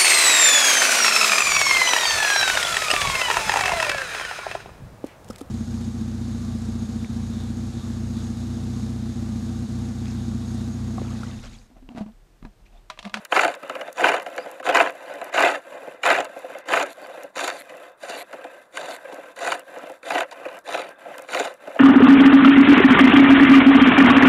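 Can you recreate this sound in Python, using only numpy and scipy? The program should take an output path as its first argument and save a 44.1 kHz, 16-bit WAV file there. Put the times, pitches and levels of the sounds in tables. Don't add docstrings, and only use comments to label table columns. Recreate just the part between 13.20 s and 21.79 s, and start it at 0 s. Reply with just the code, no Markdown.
import sys
import numpy as np
from scipy import signal
from scipy.fft import rfft, irfft
from scipy.io import wavfile

SR = 44100
rng = np.random.default_rng(int(sys.argv[2]) if len(sys.argv) > 2 else 0)


def invert_db(level):
    return 10 ** (np.asarray(level, dtype=float) / 20)


def materialize(psi):
    bounded = np.clip(np.atleast_2d(psi).T, -1, 1)
    quanta = np.round(bounded * 32767).astype(np.int16)
    wavfile.write(sys.argv[1], SR, quanta)


N = 378819

# last slip in s, slowing in s, nearness to rest,
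# level in dB, fade in dB per earlier slip.
SLOWINGS = [
    (3.731, .012, 0.21, -36, 1),
    (4.4198, .014, 0.3, -33, .7),
    (5.7642, .015, 0.15, -31, .8),
    (5.026, .018, .7, -29, .5),
]
LIFT_S = 0.0011


def rms_one(x):
    return x / np.sqrt(np.mean(x ** 2) + 1e-20)


def in_time(rows):
    s, *columns = np.transpose(rows)
    return [np.interp(np.arange(N) / SR, s, c) for c in columns]


def drift(rate_hz):
    r = np.exp(-32 * np.pi * rate_hz / SR)
    noise = rng.standard_normal(N // 16 + 2002)
    slow = signal.lfilter([1], [1, -2 * r, r * r], noise)[2000:]
    return np.interp(np.arange(N) / 16, np.arange(len(slow)), rms_one(slow))


def body(force, modes, patchy_db, wander_db=0):
    probe = np.zeros(SR // 4)
    probe[0] = 1
    out = 0
    for k, (hz, width_hz, level_db) in enumerate(modes):
        r = np.exp(-np.pi * width_hz / SR)
        uneven = invert_db(patchy_db * drift(42.0) + wander_db * drift(2.5))
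        fed = np.concatenate([probe, force * uneven + 1e-18])
        ringing = signal.lfilter([1, 0, -1], [1, -2 * r * np.cos(2 * np.pi * hz / SR), r * r], fed)
        out = out + (-1) ** k * invert_db(level_db) * (1 - r * r) / 2 * ringing
    return out[len(probe):] / np.sqrt(np.sum(out[:len(probe)] ** 2))


def fibres(per_s, spread_db, clumps):
    sizes = invert_db(spread_db * np.minimum(rng.exponential(1, N), 5)) * rng.choice([-1, 1], N)
    return rms_one(sizes * (rng.random(N) < per_s / SR) * clumps)


def bursts(start_s, level_db, rise_s, dying_s):
    starts = np.zeros(N)
    starts[[max(round((s - rise_s) * SR), 0) for s in start_s]] = invert_db(level_db)
    t = np.arange(SR // 8) / SR
    shape = (1 - np.exp(-t / rise_s)) * invert_db(-60 * t / dying_s)
    return np.abs(signal.fftconvolve(starts, shape)[:N])


def air():
    # frequency in Hz, density in dB per Hz.
    hush = np.array([(20, -16), (60, -19), (160, -7), (600, 3), (1600, -4), (2500, -22), (5000, -31),
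                     (16000, -33)])
    hz = np.maximum(np.arange(N // 2 + 1) * SR / N, 1)
    colour = invert_db(np.interp(np.log(hz), np.log(hush[:, 0]), hush[:, 1]))
    return invert_db(-58.0) * rms_one(irfft(rfft(rng.standard_normal(N)) * colour, N))


def moving():
    # rubbing is back at s, length of the dip in s, depth in dB.
    rests = [(1.428, 0.016, -22), (1.545, 0.044, -15.5), (2.126, 0.032, -14), (2.83, 0.12, -8.5),
             (3.456, 0.055, -26), (4.156, 0.11, -6.5), (4.775, 0.078, -15), (5.51, 0.054, -8),
             (6.16, 0.042, -9), (6.828, 0.06, -9), (7.442, 0.024, -15), (7.785, 0.058, -16),
             (8.401, 0.028, -12)]
    t = np.arange(N) / SR
    dips_db = [np.interp(t, [s - span, s - span / 2, s - .002, s], [0, db, db, 0]) for s, span, db in rests]
    return invert_db(sum(dips_db))


def arch(start, top, end):
    return np.sin(np.pi / 2 * np.interp(np.arange(N) / SR, [start, top, end], [0, 1, 0]))


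def contact():
    # start, fastest and stop in s, wood and edge hiss in dB.
    returns = [(-0.20, -0.032, 0.065, -48.5, -67), (0.37, 0.578, 0.74, -40.5, -61),
               (1.013, 1.214, 1.424, -41.5, -57.5), (1.675, 2.085, 2.41, -40.5, -58.5),
               (2.411, 2.594, 2.91, -44.5, -62), (3.06, 3.247, 3.58, -43.5, -59.5),
               (3.728, 3.925, 4.11, -43.5, -59.5), (4.424, 4.56, 4.76, -47, -63.5),
               (5.055, 5.164, 5.45, -46, -65), (5.765, 5.954, 6.15, -44.5, -61),
               (6.445, 6.557, 6.78, -43, -60), (7.058, 7.347, 7.4, -41.5, -63),
               (7.736, 7.967, 8.07, -44, -63.5), (8.37, 8.562, 8.83, -43, -60.5)]
    # enters, deepest and leaves in s, wood and edge hiss in dB.
    pushes = [(0.09, 0.173, 0.36, -20.5, -34.5), (0.734, 0.879, 1.019, -19.5, -41),
              (1.412, 1.556, 1.703, -17.5, -38), (2.102, 2.219, 2.392, -18, -35),
              (2.807, 2.883, 3.065, -16.5, -32.5), (3.458, 3.547, 3.71, -23, -35.5),
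              (4.131, 4.195, 4.405, -29, -34), (4.789, 4.905, 5.03, -35.5, -42.5),
              (5.514, 5.606, 5.77, -36, -43), (6.139, 6.294, 6.413, -27.5, -35.5),
              (6.816, 6.971, 7.036, -27, -37), (7.43, 7.565, 7.715, -31.5, -40),
              (8.061, 8.194, 8.335, -28.5, -36.5)]
    # time in s, change of wood and edge in dB.
    eases = [(0.263, -2, -4), (0.965, -3, -8), (1.635, 0, -1.5), (2.36, -7, -4), (2.96, -3, -7),
             (3.637, -3.5, -17), (4.302, -4.5, -7), (5.03, -2, 7), (5.76, 0, 8), (6.355, -6.5, -10),
             (7.035, 3, 11), (7.62, -3.5, -11), (8.258, -5, -7.5)]
    graze_wood_db, graze_edge_db = -49, -58
    still_wood_db, still_edge_db = -65, -70.5
    enter_s, coast_s, ease_s = 0.043, 0.033, 0.003
    drag_s, drag_db = .1, -55
    t = np.arange(N) / SR
    spindle, frame, steel, chips, cord = invert_db([still_wood_db] * 2 + [still_edge_db] * 3)
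    for (start, top, end, wood_db, edge_db), (at_s, ease_wood_db, ease_edge_db) in zip(pushes, eases):
        eased = np.interp(t, [at_s - ease_s / 2, at_s + ease_s / 2], [0, 1])
        pressing = np.interp(t, [start, start + enter_s, end, end + coast_s], [0, 1, 1, 0])
        shaving = np.interp(t, [start, start + enter_s, end - LIFT_S, end], [0, 1, 1, 0])
        wood_depth = arch(start, top, end + coast_s) ** 0.9
        edge_depth = arch(start, top, end) ** 0.51
        cut_db = graze_wood_db + (wood_db - graze_wood_db) * wood_depth + ease_wood_db * eased
        hiss_db = graze_edge_db + (edge_db - graze_edge_db) * edge_depth + ease_edge_db * eased
        frame = frame + pressing * invert_db(cut_db)
        spindle = spindle + pressing * invert_db(-18 + 0.88 * (cut_db + 18))
        steel = steel + shaving * invert_db(hiss_db)
        chips = chips + shaving * invert_db(-43 + 0.88 * (hiss_db + 35))
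    for start, top, end, wood_db, edge_db in returns:
        speed = arch(start, top, end)
        wood_rub, edge_rub = speed ** .7, speed ** .4
        frame = frame + invert_db(wood_db) * wood_rub
        spindle = spindle + invert_db(wood_db + 3.5) * wood_rub
        steel = steel + invert_db(edge_db - 4) * edge_rub
        cord = cord + invert_db(edge_db - 3.5) * edge_rub
    for last_s, *_ in SLOWINGS:
        drag_times = [last_s - drag_s, last_s - drag_s / 2, last_s, last_s + LIFT_S]
        drag = invert_db(drag_db) * np.interp(t, drag_times, [0, 1, 1, 0])
        steel, chips = steel + drag, chips + drag / 2
    return 20 * np.log10([spindle, frame, steel, chips, cord])


def grain(loaded):
    felt = RETURN_GRAIN = .4 + 0.38 * loaded
    chatter_db = felt * (1.3 * drift(21.0) + 3.53 * drift(314))
    ridges_per_s = 70 * invert_db(1.4 * drift(13.5))
    return chatter_db + 1.5 * loaded * np.cos(2 * np.pi * np.cumsum(ridges_per_s) / SR)


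def edge_blows():
    # time in s, frame level, steel share and spindle level in dB.
    bites = [(0.164, 1, -36.5, 0), (0.1922, 1, -31, -26), (0.216, -11.5, -9, -28), (0.247, -4, -14, 0),
             (4.897, -21.5, 2.5, -12.5), (0.8152, -15, -9, -3), (0.841, 2.5, -24, 2),
             (3.521, -6.5, -29, -6), (1.469, -12.5, -10.5, -8.5), (1.489, -7.5, -21, -0.5),
             (1.548, -5.5, -10, -15), (1.601, 3, -33, -4), (1.659, -35, -13, -42), (2.191, -10, -13, -45),
             (2.223, -3.5, -31, -26), (2.863, -2.5, -14, -24), (2.902, 3.5, -23, -2.5),
             (2.9855, -8.5, -24, -2.5), (3.5348, 1.5, -26, -2), (3.571, -2, -40, -23),
             (3.6087, -11.5, -23, -18), (4.2771, -12.5, -1.5, -18), (6.2736, -10.5, -10, -18),
             (6.3202, -2, -16, -8.5), (6.9042, -7.5, -14, -6.5), (6.9542, -9, -24, -5),
             (7.006, -7, -12.5, -5.5), (7.545, -8.5, -30, -5.5), (8.1468, -6, -24, -11),
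             (8.198, -8.5, -8, -2)]
    touches = [(0.0516, -23, -7, -53.5), (0.1224, -2.5, -39, -5.5), (0.78, -15, -33, -12),
               (1.4275, -21.5, -24, -28), (2.126, -23, -23, -34), (2.834, -8, -17, -11.5),
               (3.485, -12.5, -11, -12), (4.163, -33, -29, -12.5), (4.829, -31, -10, -53),
               (5.5713, -12, -8, -25), (6.1652, -27.5, -13, -51), (6.83, -29.5, -8, -33),
               (8.087, -19, -11, -17.5), (8.13, -14, -18, -13)]
    bumps = [(0.34, -20, -10, -38), (0.431, -23, -16, -16.5), (0.496, -14, -14, -10.5),
             (0.552, -13, -22, -12), (0.611, -15.5, -20, -13), (0.6775, -20, -16, -16),
             (1.063, -16, -24, -8.5), (1.179, -13.5, -16, -8), (1.399, -25, -13, -15),
             (2.014, -17.5, -13, -12), (2.674, -43, -25, -13.5), (3.3484, -23.5, -33, -15),
             (5.1288, -21, -14, -23), (5.242, -24.5, -13.5, -14.5), (5.924, -37, -32, -12),
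             (5.98, -41, -25, -13.5), (6.562, -25, -27, -13.5), (6.629, -52, -27, -15),
             (6.696, -31, -29, -12.5), (7.112, -27, -5, -49), (7.178, -41, -28, -39),
             (4.495, -23.5, -15.5, -42), (6.25, -18, -22, -34), (7.254, -20, -25, -14),
             (7.855, -32, -25, -19), (7.982, -23, -13, -26), (8.25, -36, 13.5, -10),
             (8.473, -30, -29, -13.5), (8.558, -30, -8, -11)]
    # time in s, peak, steel share and spindle share in
    # dB.
    catches = [(0.1507, -4, -9, -18), (0.2314, -18, -15, -12), (0.2788, -5.5, -16, -2),
               (0.7936, -12, -15, -5), (0.892, -4, -22, -10), (1.5674, -3, -15, -4), (1.5903, -10, -15, -7),
               (1.6117, 0, -12, -10), (2.1395, -8, -17, -14), (2.1487, -8, -19, -10),
               (2.2493, -13, -15, -12), (2.2783, -10, -10, -12), (2.3116, -7, -15, -15),
               (2.3441, -26, -18, -7), (2.925, -7, -20, -15), (2.9454, -19, -17, -12), (3.004, -8, -7, -7),
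               (3.051, -15, -9, -23), (3.503, -9, -15, -8), (3.6267, -8, -4, -9), (4.177, -14, -19, -12),
               (4.1913, -4.5, -13, -22), (4.2194, -23, -15, -14), (4.2434, -18, -13, -12),
               (4.2917, -12, -7, -15), (4.9327, -24, -15, -12), (6.1876, -18, -17, -15),
               (6.3444, -25, -15, -15), (6.8593, -25, -13, -9), (7.2868, -19, -12, -9),
               (7.5078, -28, -15, -10), (7.5324, -15, -21, -4), (7.574, -10, -13, -7),
               (7.5894, -18, -15, -12), (8.0995, -25, -15, -14), (8.1718, -7, -15, -9),
               (0.855, -5, -13, -10), (0.9174, -4, -15, -16), (0.9644, -8, -12, -10), (2.8744, -3, -13, -8),
              (2.9114, 0, -15, -10), (5.2126, -27, -15, -10), (6.9197, -6, -10, -10),
              (6.968, -12, -13, -12), (7.019, -14, -15, -4), (7.2441, -24, -13, -10)]
    catch_db = -6.5
    further = [(s, db + catch_db, steel_db, db + share_db) for s, db, steel_db, share_db in catches]
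    return np.array(bites + touches + bumps + further).T


def ring_spindle(coarse, crush, loaded, rubbing, spindle_db, blow_s, knock_db):
    # frequency in Hz, width in Hz, level in dB.
    free_modes = [(159, 43, -25.5), (279, 41.4, -10), (405, 133, -17.5), (457, 93, -9.5), (516, 44.7, 4),
                  (598.3, 52.7, 2.5), (701, 80, -6), (710, 140, -26)]
    loaded_modes = [(138, 33, -32), (285, 21, -10), (378, 76.5, -8), (426, 51.5, -4.5), (532, 25, -13),
                    (579, 21.5, -6.5), (675, 52, 2.5), (841, 94, -2.5)]
    # time in s, peak in dB.
    jolts = np.array([(1.261, -28), (1.872, -33), (2.462, -37.5), (2.541, -34.5), (2.626, -30.5),
                      (2.746, -40), (3.098, -35.5), (3.165, -32), (3.243, -28.5), (3.296, -29), (3.78, -41),
                      (3.821, -29.5), (3.849, -35), (3.88, -31.5), (3.909, -43), (3.941, -33), (3.977, -36),
                      (4.017, -36.5), (4.043, -30), (4.339, -28.5), (4.508, -37), (4.542, -32),
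                      (5.138, -27), (5.628, -26.5), (5.697, -26.5), (5.897, -30.5), (6.49, -42.5),
                      (7.477, -30), (7.88, -33), (7.912, -30), (8.501, -31.5)])
    knock_lag_s = 0.0044
    lumps = invert_db(2.1 * (1 - loaded) * drift(41))
    push = coarse * lumps * invert_db(spindle_db - 2.5) * rubbing ** 0.37
    push += crush * bursts(blow_s + knock_lag_s, knock_db - 5.0, rise_s=0.0074, dying_s=0.051)
    push += crush * bursts(jolts[:, 0], jolts[:, 1] + 4, rise_s=0.0055, dying_s=0.062)
    free = body(push * np.sqrt(1 - loaded), free_modes, patchy_db=2.5)
    return free + body(push * np.sqrt(loaded), loaded_modes, patchy_db=1.0)


def ring_frame(coarse, snaps, crush, loaded, rubbing, frame_db, blow_s, peak_db):
    # frequency in Hz, width in Hz, level in dB.
    frame_modes = [(996, 52, 2.5), (1212, 156, -2.5), (1339, 63.4, 3.5), (1516, 63, 3.5), (1686, 115, -0.5),
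                   (1964, 168, -2.5), (2140, 102, -3), (2392, 130, -3.5), (2653, 220, -1.5),
                   (2765, 264, -1), (3018, 413, -7.5), (3230, 1120, -20)]
    softened = rms_one(signal.lfilter([1], [1, -.72], coarse))
    dulled = loaded * coarse + 0.46 * (1 - loaded) * softened
    force = np.zeros(N)
    force[np.round(blow_s * SR).astype(int)] = invert_db(peak_db + 5.5) * np.cos(np.pi * np.arange(len(blow_s)))
    force += (dulled + invert_db(-1.5) * snaps) * np.sqrt(rubbing) * invert_db(frame_db - 2.5)
    force += crush * bursts(blow_s, peak_db - 8.0, rise_s=0.0013, dying_s=0.033)
    return body(force, frame_modes, patchy_db=2.0)


def ring_rest(coarse, loaded, frame_db):
    # frequency in Hz, width in Hz, level in dB.
    rest_modes = [(1020, 33, -4.5), (1366, 26, 0.5), (1587, 40, 2.5), (2052, 48, -2), (2597, 39, -9),
                  (3586, 57, -15.5)]
    return body(coarse * (1 - loaded) * invert_db(frame_db - 6), rest_modes, patchy_db=3.5, wander_db=2.5)


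def ring_steel(fine, snaps, scratch, loaded, rubbing, steel_db):
    # frequency in Hz, width in Hz, level in dB.
    steel_modes = [(3563, 186, 7.5), (3967, 210, 5), (4530, 108, 4), (4780, 114, -1), (5420, 410, -5.5),
                   (5580, 250, -2.5), (6170, 88, -2.5)]
    flute_modes = [(6940, 560, 3), (7620, 680, -9.5)]
    # push in s, level against the steel in dB.
    grip = [(0.17, 0.5), (0.87, 1.7), (1.56, -0.5), (2.22, 0.3), (2.88, 1), (3.54, 1), (4.2, -0.5),
            (4.92, -2.5), (5.6, -1.5), (6.28, 0.5), (6.97, -3), (7.55, -5.5), (8.19, -1)]
    shearing = (fine + invert_db(-6) * snaps) * rubbing * invert_db(steel_db - 4.0) + 0.79 * scratch
    flute = body(shearing * invert_db(in_time(grip)[0] - 4.0), flute_modes, patchy_db=2.2 * loaded)
    return flute + body(shearing, steel_modes, patchy_db=2.47 * loaded, wander_db=1.2)


def chip_hiss(chatter_db, scratch, loaded, rubbing, chip_db):
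    # frequency in Hz, width in Hz, level in dB.
    chip_modes = [(8460, 640, -8.5), (9040, 740, 2), (9940, 390, 3.5), (10070, 1500, 0.5),
                  (11350, 700, -0.5), (12500, 800, -11), (13900, 700, -16)]
    breaking = fibres(per_s=17000, spread_db=5.5, clumps=invert_db(chatter_db))
    force = breaking * rubbing * invert_db(chip_db - 5.0) + invert_db(-11.5) * scratch
    return body(force, chip_modes, patchy_db=2.8 * loaded)


def cord_rustle(chatter_db, rubbing, cord_db):
    # frequency in Hz, width in Hz, level in dB.
    cord_modes = [(3680, 400, 7), (5060, 480, -2.5), (5850, 560, -1), (7500, 460, 2.5), (10550, 1700, 1.5),
                  (14300, 2500, -18)]
    rub = fibres(per_s=11000, spread_db=5.0, clumps=invert_db(0.64 * chatter_db))
    return body(rub * rubbing * invert_db(cord_db), cord_modes, patchy_db=1.0)


def gouge():
    spindle_db, frame_db, steel_db, chip_db, cord_db = contact()
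    blow_s, peak_db, steel_share_db, knock_db = edge_blows()
    loaded = 1 / (1 + np.exp((-38.5 - frame_db) / 8))
    rubbing = moving()
    chatter_db = grain(loaded)
    coarse = fibres(per_s=6000, spread_db=2.5, clumps=invert_db(chatter_db))
    fine = fibres(per_s=9000, spread_db=4.0, clumps=invert_db(1.59 * chatter_db))
    crush = fibres(per_s=9800, spread_db=2.0, clumps=invert_db(0.75 * drift(190)))
    snaps = loaded * fibres(per_s=450, spread_db=6.0, clumps=invert_db(chatter_db))
    scratch = crush * bursts(blow_s, peak_db + steel_share_db - 2.5, rise_s=0.00074, dying_s=0.014)
    cut = ring_spindle(coarse, crush, loaded, rubbing, spindle_db, blow_s, knock_db)
    cut += ring_frame(coarse, snaps, crush, loaded, rubbing, frame_db, blow_s, peak_db)
    cut += ring_rest(coarse, loaded, frame_db)
    cut += ring_steel(fine, snaps, scratch, loaded, rubbing, steel_db)
    cut += chip_hiss(chatter_db, scratch, loaded, rubbing, chip_db)
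    dull = signal.sosfilt(signal.butter(2, 16000, fs=SR, output="sos"), cut)
    return dull + cord_rustle(chatter_db, rubbing, cord_db)


def ticks():
    # time in s, peak in dB.
    snap_events = [(0.0501, -32), (0.351, -40), (0.4309, -47), (0.495, -42), (0.5538, -40), (0.728, -35.5),
                   (1.022, -41), (1.0291, -43), (1.1633, -39), (1.3138, -36.5), (1.428, -51), (1.705, -42),
                   (2.0433, -34), (3.046, -35), (3.1904, -42), (3.3857, -37), (3.817, -44), (4.0341, -36),
                   (4.5695, -48), (5.695, -42.5), (5.703, -45), (5.944, -41), (6.1623, -43),
                   (6.3945, -35.5), (7.3893, -43), (7.6909, -45), (7.981, -34), (8.021, -37), (8.3402, -44),
                   (8.5485, -49)]
    further_snaps = [(0.4778, -40), (1.1009, -38), (1.3783, -49), (1.7539, -40), (1.939, -33), (3.6636, -29),
                     (3.8701, -37), (4.4558, -46), (4.4757, -52), (4.5092, -49), (4.5244, -49), (4.6199, -46),
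                     (4.6902, -50), (4.7187, -51), (4.8015, -49), (6.119, -46), (6.5856, -36), (6.6393, -47),
                     (6.6977, -39), (6.719, -37), (6.7714, -49), (6.79, -52), (7.3294, -44), (7.3482, -42),
                     (7.3695, -37), (7.4409, -49), (7.7119, -43), (7.8894, -47), (7.9254, -42), (7.9443, -52),
                     (7.9608, -40), (7.9944, -35)]
    chance = (rng.random(N) < 12 / SR) * np.minimum(rng.exponential(1, N), 3)
    clicks = invert_db(-60) * moving() ** 2 * chance
    for events, gain_db in [(snap_events, 4.5), (further_snaps, -4.5)]:
        for s, peak_db in events:
            clicks[round(s * SR)] = invert_db(peak_db + gain_db)
    dying = invert_db(-60 / (0.01 * SR))
    bright = signal.lfilter([1], [1, -dying], clicks) * rng.standard_normal(N)
    return signal.sosfilt(signal.butter(2, [4500, 12500], "band", fs=SR, output="sos"), bright)


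def squeaks():
    # time in s, pitch in Hz, level in dB.
    glides = [
        [(1.165, 4200, -57), (1.19, 4700, -50), (1.225, 4920, -51), (1.27, 4850, -64)],
        [(1.855, 3900, -59), (1.868, 4600, -51), (1.885, 4920, -53), (1.93, 4800, -63)],
        [(3.815, 4270, -62), (3.832, 4430, -50), (3.852, 4580, -51), (3.875, 4900, -64)],
        [(3.912, 3500, -60), (3.928, 3540, -47), (3.938, 3850, -51), (3.95, 3950, -62)],
    ]
    squeal = [(7.109, 640, -56), (7.114, 680, -45), (7.128, 984, -33), (7.138, 890, -50), (7.15, 870, -62)]
    out, t = np.zeros(N), np.arange(N) / SR
    waver = invert_db(5.0 * drift(70) - 5.5)
    for glide in glides:
        hz, level_db = in_time(glide)
        phase = 2 * np.pi * np.cumsum(hz * (1 + .03 * drift(250))) / SR
        out += waver * invert_db(level_db) * np.sin(phase) * (t > glide[0][0]) * (t < glide[-1][0])
    hz, level_db = in_time(squeal)
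    phase = 2 * np.pi * np.cumsum(hz * (1 + .02 * drift(300))) / SR
    overtones = sum(np.cos(k * phase) * k ** -1.3 for k in range(1, 13))
    return out + invert_db(level_db) * overtones * (t > squeal[0][0]) * (t < squeal[-1][0])


def creaks():
    # frequency in Hz, width in Hz, level in dB.
    slip_modes = [(2020, 420, 5), (4200, 180, 2), (7600, 870, -10), (11100, 960, -5.5), (12500, 1200, -13)]
    slip_s = .004
    slips, earlier = np.zeros(N), np.arange(14)
    for last_s, slowing_s, near, level_db, fade_db in SLOWINGS:
        at_s = last_s - slowing_s * (np.sqrt(earlier + near) - np.sqrt(near))
        uneven_db = rng.normal(0, 1, len(earlier))
        slips[np.round(at_s * SR).astype(int)] = invert_db(level_db + 2.0 - fade_db * earlier + uneven_db)
    force = signal.lfilter([1], [1, -invert_db(-60 / (slip_s * SR))], slips) * rng.standard_normal(N)
    return body(force, slip_modes, patchy_db=1.5)


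def scene():
    lathe = gouge() + ticks() + squeaks() + creaks()
    echo = signal.lfilter([.3], [1, -.7], np.roll(lathe, round(0.0055 * SR)))
    no_bass = signal.butter(4, 110, "high", fs=SR, output="sos")
    heard = signal.sosfilt(no_bass, lathe + invert_db(-14.5) * echo)
    return (air() + heard)[None]


def low_pass(x):
    return signal.sosfilt(signal.butter(12, 16660, fs=SR, output="sos"), x)


def record(dry):
    rounded = 1.8 * np.tanh(dry / 1.8)
    top_cut = signal.ellip(10, .5, 55, 15620, fs=SR, output="sos")
    return low_pass(signal.sosfilt(top_cut, rounded))


dry = scene()
out = record(dry)
materialize(out)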